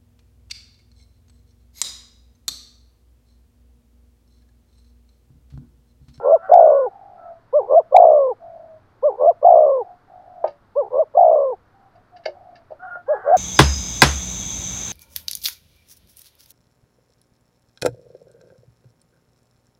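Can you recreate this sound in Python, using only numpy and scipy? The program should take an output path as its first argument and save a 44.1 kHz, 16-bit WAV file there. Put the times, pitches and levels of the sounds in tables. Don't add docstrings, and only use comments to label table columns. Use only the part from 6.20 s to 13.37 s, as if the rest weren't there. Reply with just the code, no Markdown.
import sys
import numpy as np
from scipy import signal
from scipy.fft import rfft, irfft
from scipy.io import wavfile

SR = 44100
rng = np.random.default_rng(int(sys.argv[2]) if len(sys.argv) > 2 else 0)


def unload_audio(sound):
    columns = np.transpose(np.atleast_2d(sound))
    steps = np.round(np.clip(columns, -1, 1) * 32767)
    wavfile.write(sys.argv[1], SR, steps.astype(np.int16))


N = 316197
TIME = np.arange(N) / SR
REST_HZ, EFFORT_DB_PER_OCTAVE = 411, 27


def from_db(db):
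    return 10 ** (np.asarray(db) / 20)


def unit_power(x):
    return x / np.sqrt(np.mean(x ** 2) + 1e-20)


def gain_at(points, hz):
    f, db = np.transpose(points)
    return from_db(np.interp(np.log(hz + 1e-3), np.log(f), db))


def band(x, hz, kind, order=2):
    return signal.sosfilt(signal.butter(order, np.clip(hz, 10, .45 * SR), kind, fs=SR, output="sos"), x)


def drift(rate_hz, size=N):
    return unit_power(band(rng.standard_normal(size + SR // 2), rate_hz, "low")[SR // 2:])


def coloured_noise(spectrum):
    hz = np.arange(N // 2 + 1) * SR / N
    return unit_power(irfft(rfft(rng.standard_normal(N)) * gain_at(spectrum, hz), N))


def ramp(t, length):
    return np.clip(t / length, 0, 1)


def clock(length):
    return TIME[:int(length * SR)]


def placed(start, x):
    return np.interp(TIME, start + np.arange(len(x)) / SR, x, left=0, right=0)


def trill(turns, depth, gap=.62, chirp=.072, sag=.19, leak=.092, rounding=.11):
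    closure = np.round(turns - np.floor(turns.min())).astype(int)
    luck = rng.random((closure.max() + 1, 2))[closure]
    depth = np.clip(depth, 0, 1)
    strength = np.clip(2.6 * depth - .6 - luck[:, 0], 0, 1)
    width = gap * (1 + depth) / 2
    shut = strength * np.exp(-np.abs(np.sin(np.pi * turns) / width) ** 4)
    gain = (1 - (1 - leak) * shut) / np.sqrt(1 - .4 * depth)
    gain *= 1 - rounding * depth * np.cos(2 * np.pi * turns)
    bend = 1 - chirp * depth * np.sin(2 * np.pi * turns) - 2 * sag * luck[:, 1] * shut
    return gain, bend


def coo(pitch, level_db, depth, closure_s, trill_hz, speed_up=0, jitter=.014, breath_db=-44):
    # f/Hz, level/dB against the main tone
    overtones = [(740, 4.5), (820, 4), (900, -4), (1000, -14.5), (1100, -21.5), (1200, -33.5),
                 (1290, -42.5), (1500, -38)]
    t = TIME[:len(pitch)]
    turns = np.cumsum(np.clip(trill_hz + speed_up * (t - closure_s), 40, 80)) / SR
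    turns += .05 * drift(25, len(t)) - np.interp(closure_s, t, turns)
    gain, bend = trill(turns, depth)
    hz = pitch * bend * (1 + jitter * drift(150, len(t)))
    phase = 2 * np.pi * np.cumsum(hz) / SR
    octave = gain_at(overtones, 2 * hz)
    tone = np.sin(phase) + octave * np.sin(2 * phase) + from_db(-42.5) * np.sin(3 * phase)
    tone /= np.hypot(1, octave)
    breath = unit_power(band(rng.standard_normal(len(t)), [350, 1150], "band"))
    fade = ramp(np.minimum(t, t[-1] - t), .0013)
    return from_db(level_db) * fade * (np.sqrt(2) * gain * tone + from_db(breath_db) * breath)


def arched_note(start, length, top_hz, db, attack_s=.011, attack_db=14):
    purr_s, purr_fade_db_per_s = .058, 197
    t = clock(length + purr_s)
    arch = np.abs(np.sin(np.pi * ramp(t, length))) ** .83
    pitch = REST_HZ + (top_hz - REST_HZ) * arch
    level_db = db + EFFORT_DB_PER_OCTAVE * np.log2(pitch / top_hz)
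    level_db -= attack_db * (1 - ramp(t, attack_s))
    level_db -= purr_fade_db_per_s * np.maximum(t - length, 0)
    depth = ramp(t - .85 * length, .025)
    return placed(start, coo(pitch, level_db, depth, closure_s=length, trill_hz=64))


def rolled_note(start, climb_s, top_hz, db, clear_s):
    start_hz, push_hz, push_s = 439, 45, .026
    attack_s, attack_db, drop_s, release_db = .042, 20, .033, 8.5
    t, closure_s = clock(climb_s + drop_s), climb_s - clear_s
    climbing = start_hz + (top_hz - push_hz - start_hz) * ramp(t, climb_s) ** .6
    climbing += push_hz * (1 - ramp(climb_s - t, push_s) ** 2)
    drop = ramp(t - climb_s, drop_s)
    pitch = REST_HZ + (climbing - REST_HZ) * np.cos(np.pi / 2 * drop) ** 1.6
    level_db = db + EFFORT_DB_PER_OCTAVE * np.log2(pitch / top_hz)
    level_db -= attack_db * (1 - ramp(t, attack_s)) + release_db * drop ** 3
    depth = .79 * (1 - ramp(t - closure_s, .02) ** 2)
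    return placed(start, coo(pitch, level_db, depth, closure_s, trill_hz=80))


def falling_note(start, length, top_hz, db, surge_db):
    start_hz, sunk_hz, end_hz = 554, 495.9, 332.4
    attack_s, catch_s, top_at_s, drop_s = .016, .028, .046, .038
    attack_db, catch_db, fade_db, release_db = 23.5, 11.5, 15, 32.5
    t = clock(length)
    leap = np.sin(np.pi / 2 * ramp(t - catch_s, top_at_s - catch_s))
    sink = ramp(t - top_at_s, length - top_at_s - drop_s)
    drop = ramp(t - length + drop_s, drop_s)
    waver = drift(65, len(t))
    surge = np.exp(-((t - .058) / .008) ** 2)
    pitch = start_hz + (top_hz - start_hz) * leap
    pitch -= (top_hz - sunk_hz) * sink ** 1.1 + (sunk_hz - end_hz) * drop ** .89
    pitch *= 1 + .02 * waver
    level_db = db - attack_db * (1 - ramp(t, attack_s)) - catch_db * (1 - leap) ** 2
    level_db -= fade_db * sink ** 1.906 + release_db * drop ** 3
    level_db += .2863 * waver + surge_db * surge
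    depth = .79 * (1 - sink ** 3.1) + .74 * drop
    return placed(start, coo(pitch, level_db, depth, closure_s=catch_s, trill_hz=50, speed_up=85))


def near_dove(crop_db=-2):
    # t/s, length/s, top pitch/Hz, level/dB
    arches = [(-.125, .085, 610, -8), (1.325, 0.0833, 606, -10), (2.822, 0.08, 604, -11),
              (4.551, 0.075, 586, -14), (6.875, 0.077, 622, -14)]
    # t/s, climb/s, top pitch/Hz, level/dB, clear end of the climb/s
    rolls = [(.012, .13, 669, -6.5, 0.026), (1.47, 0.11, 690, -5, 0.038), (2.97, 0.12, 695.2, -6.5, 0.035),
             (4.698, 0.11, 642.3, -11.5, .02), (7.035, .111, 746, -6.5, 0.038)]
    # t/s, length/s, top pitch/Hz, level/dB, surge/dB
    falls = [(0.282, 0.4125, 719.7, -5.5, 0.85), (1.71, 0.4286, 736, -5.5, 2.5),
             (3.213, 0.426, 724, -6.5, 0), (4.937, .418, 728, -8.5, -0.5)]
    voice = sum(arched_note(*row) for row in arches)
    voice += sum(rolled_note(*row) for row in rolls)
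    voice += sum(falling_note(*row) for row in falls)
    voice += from_db(crop_db) * band(voice, [1020, 1220], "band")
    return band(band(voice, 400, "high", order=6), 1260, "low", order=6)


def rooster(jitter=.0064, rasp_jitter=.031, hoarse_db=-5, throb_db=2, attack_s=.04, release_s=.018):
    # f/Hz, level/dB
    throat = [(350, -40), (720, 2), (1000, -12), (1400, 4), (1700, -11.5), (1900, -17), (2150, -31.5),
              (2850, -40), (3050, -37.5), (3500, -52.5)]
    # t/s, length/s, first pitch/Hz, last pitch/Hz, level/dB, rasp/0-1
    syllables = [(-.03, 0.34, 684.2, 664.4, -45.5, 0.2), (0.211, 0.15, 776, 741, -41, 0.59),
                 (0.328, 0.33, 731, 726, -48, 0.37), (0.959, 0.15, 686.7, 639.5, -50.5, 0.25),
                 (6.589, 0.081, 714, 766.9, -38, 0.25), (6.653, .12, 729, 702, -36, 0.26),
                 (6.861, .125, 828, 843.5, -29.5, 0.1), (6.94, 0.116, 771, 771, -43.5, 0.99),
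                 (7.03, 0.14, 777, 780, -34.5, .9)]
    out, noise = np.zeros(N), coloured_noise(throat)
    for start, length, first_hz, last_hz, db, rasp in syllables:
        t = clock(length)
        scoop = 1 - .09 * np.exp(-t / .015)
        pitch = (first_hz + (last_hz - first_hz) * t / length) * scoop
        shake = (jitter + rasp_jitter * rasp ** 2) * drift(120, len(t))
        phase = 2 * np.pi * np.cumsum(pitch * (1 + shake)) / SR
        voice = sum(gain_at(throat, pitch * multiple) * weight * np.sin(phase * multiple)
                    for multiple, weight in [(1, 1), (1.5, rasp), (2, 1), (2.5, rasp), (4, 1)])
        envelope = from_db(db) * ramp(t, attack_s) * ramp(length - t, release_s)
        hoarse = from_db(hoarse_db) * np.sqrt(rasp) * placed(start, envelope) * noise
        out += placed(start, envelope * voice) + hoarse
    return from_db(throb_db * drift(45)) * out


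def air(hush_db=-58.5, drone_hz=105, drone_db=-65):
    # f/Hz, relative level/dB
    hush_colour = [(25, -7.5), (122, -12.5), (250, -12.5), (500, -16.5), (800, -16.5), (1340, -16.5),
                   (2770, -36), (4500, -37), (7100, -48), (15500, -51.5)]
    drone = unit_power(band(rng.standard_normal(N), [drone_hz * .87, drone_hz * 1.15], "band"))
    return from_db(hush_db) * coloured_noise(hush_colour) + from_db(drone_db) * drone


def far_doves(attack_s=.0322, release_s=.047):
    # t/s, length/s, first pitch/Hz, last pitch/Hz, level/dB, trill depth/0-1,
    # swell as the trill clears/dB
    calls = [(0.687, 0.48, 804, 653.5, -47.5, 0.99, 7), (2.192, 0.4, 686, 624.7, -43, 0.6, -2),
             (3.619, 0.14, 754.2, 703, -44.5, 0.74, -1.5), (3.871, .43, 744, 681.4, -48, 0.99, 8),
             (5.518, .2, 796.4, 766, -60, 0.43, 7.5), (5.729, 0.078, 708, 669, -51.5, 0.8, -5.5),
             (5.913, 0.13, 728, 658, -48.5, 0.39, 0), (6.123, .33, 742, 669.5, -49.5, .95, -5.5)]
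    voices = np.zeros(N)
    for start, length, first_hz, last_hz, db, depth, swell_db in calls:
        t = clock(length)
        clear = ramp(t / length - .64, .16)
        pitch = first_hz + (last_hz - first_hz) * (t / length) ** 1.3
        note = coo(pitch, db + swell_db * clear, depth * (1 - .61 * clear),
                   closure_s=0, trill_hz=50, jitter=.0031, breath_db=-14)
        voices += placed(start, note * ramp(t, attack_s) * ramp(length - t, release_s) ** 2)
    return band(voices, [540, 900], "band", order=3)


def perch_knocks(push_s=.0022, rattle_db=-10, rattle_s=.056):
    # t/s, peak level/dB, treble cut-off of the contact/Hz
    footfalls = [(4.24, -6.5, 1270), (4.26, -20.5, 1922), (4.278, -23.5, 1944), (6.057, -14, 610),
                 (6.079, -21.5, 472), (6.504, -31, 700), (6.517, -25, 665), (6.755, -31.5, 1196)]
    # f/Hz, level/dB, time to fade by 60 dB/s
    perch_tones = [(358, -20, 0.176), (576.7, -12.5, 0.24), (632, 6, 0.05), (793.6, 6.5, 0.024),
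                   (900.7, -10.5, 0.072), (1241, -24, 0.12), (1564, -36, 0.12)]
    out, t = np.zeros(N), TIME[:SR // 4]
    ring = sum(from_db(db - 60 * t / fade_s) * np.sin(2 * np.pi * hz * t)
               for hz, db, fade_s in perch_tones)
    push = 1 - np.exp(-(t / push_s) ** 2)
    for start, peak_db, contact_hz in footfalls:
        rattle = from_db(rattle_db - 60 * t / rattle_s) * rng.standard_normal(len(t))
        knock = band((ring + rattle) * push, contact_hz, "low", order=3)
        knock = band(knock, 400, "high", order=4)
        out[int(start * SR):][:len(t)] += from_db(peak_db) * knock / np.abs(knock).max()
    return out


def scratches(rise_s=.006, grain_db=3):
    # t/s, level/dB, decay time/s
    scrapes = [(4.24, -62, .006), (4.272, -47.5, 0.018), (5.75, -64.5, 0.0106), (5.96, -51, 0.013),
               (6.034, -54.5, 0.0214), (6.054, -27, 0.00554), (6.353, -50, 0.013), (6.508, -67, 0.0153)]
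    # f/Hz, width/Hz, level/dB
    resonances = [(1740, 80, 6), (2178, 110, 2), (2740, 155, 1), (3925, 400, -6.5), (4604, 110, 3),
                  (4900, 230, -61)]
    envelope = np.zeros(N)
    for start, db, decay_s in scrapes:
        t = TIME - start
        envelope += from_db(db) * ramp(t, rise_s) * np.exp(-np.maximum(t - rise_s, 0) / decay_s)
    grains = from_db(grain_db * drift(370)) * rng.standard_normal(N)
    ringing = sum(from_db(db) * band(grains, [hz - width / 2, hz + width / 2], "band", order=1)
                  for hz, width, db in resonances)
    return envelope * unit_power(band(ringing, [1200, 5700], "band", order=6))


def garden(x, echo_db, fade_s):
    t = TIME[:SR]
    echoes = rng.standard_normal(SR) * from_db(-60 * t / fade_s) * (t > .006)
    return x + from_db(echo_db) * signal.fftconvolve(x, echoes / np.linalg.norm(echoes))[:N]


def scene():
    near = garden(near_dove(), echo_db=-31, fade_s=.25)
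    feet = garden(perch_knocks() + scratches(), echo_db=-12, fade_s=.13)
    answers = garden(far_doves(), echo_db=-4, fade_s=.25)
    crowing = garden(rooster(), echo_db=-2.5, fade_s=.17)
    return (near + feet + answers + crowing + air())[None]


def record(dry):
    treble_cut = signal.cheby2(12, 70, 16700, fs=SR, output="sos")
    return signal.sosfilt(treble_cut, np.clip(dry, -1, 1))


dry = scene()
out = record(dry)
unload_audio(out)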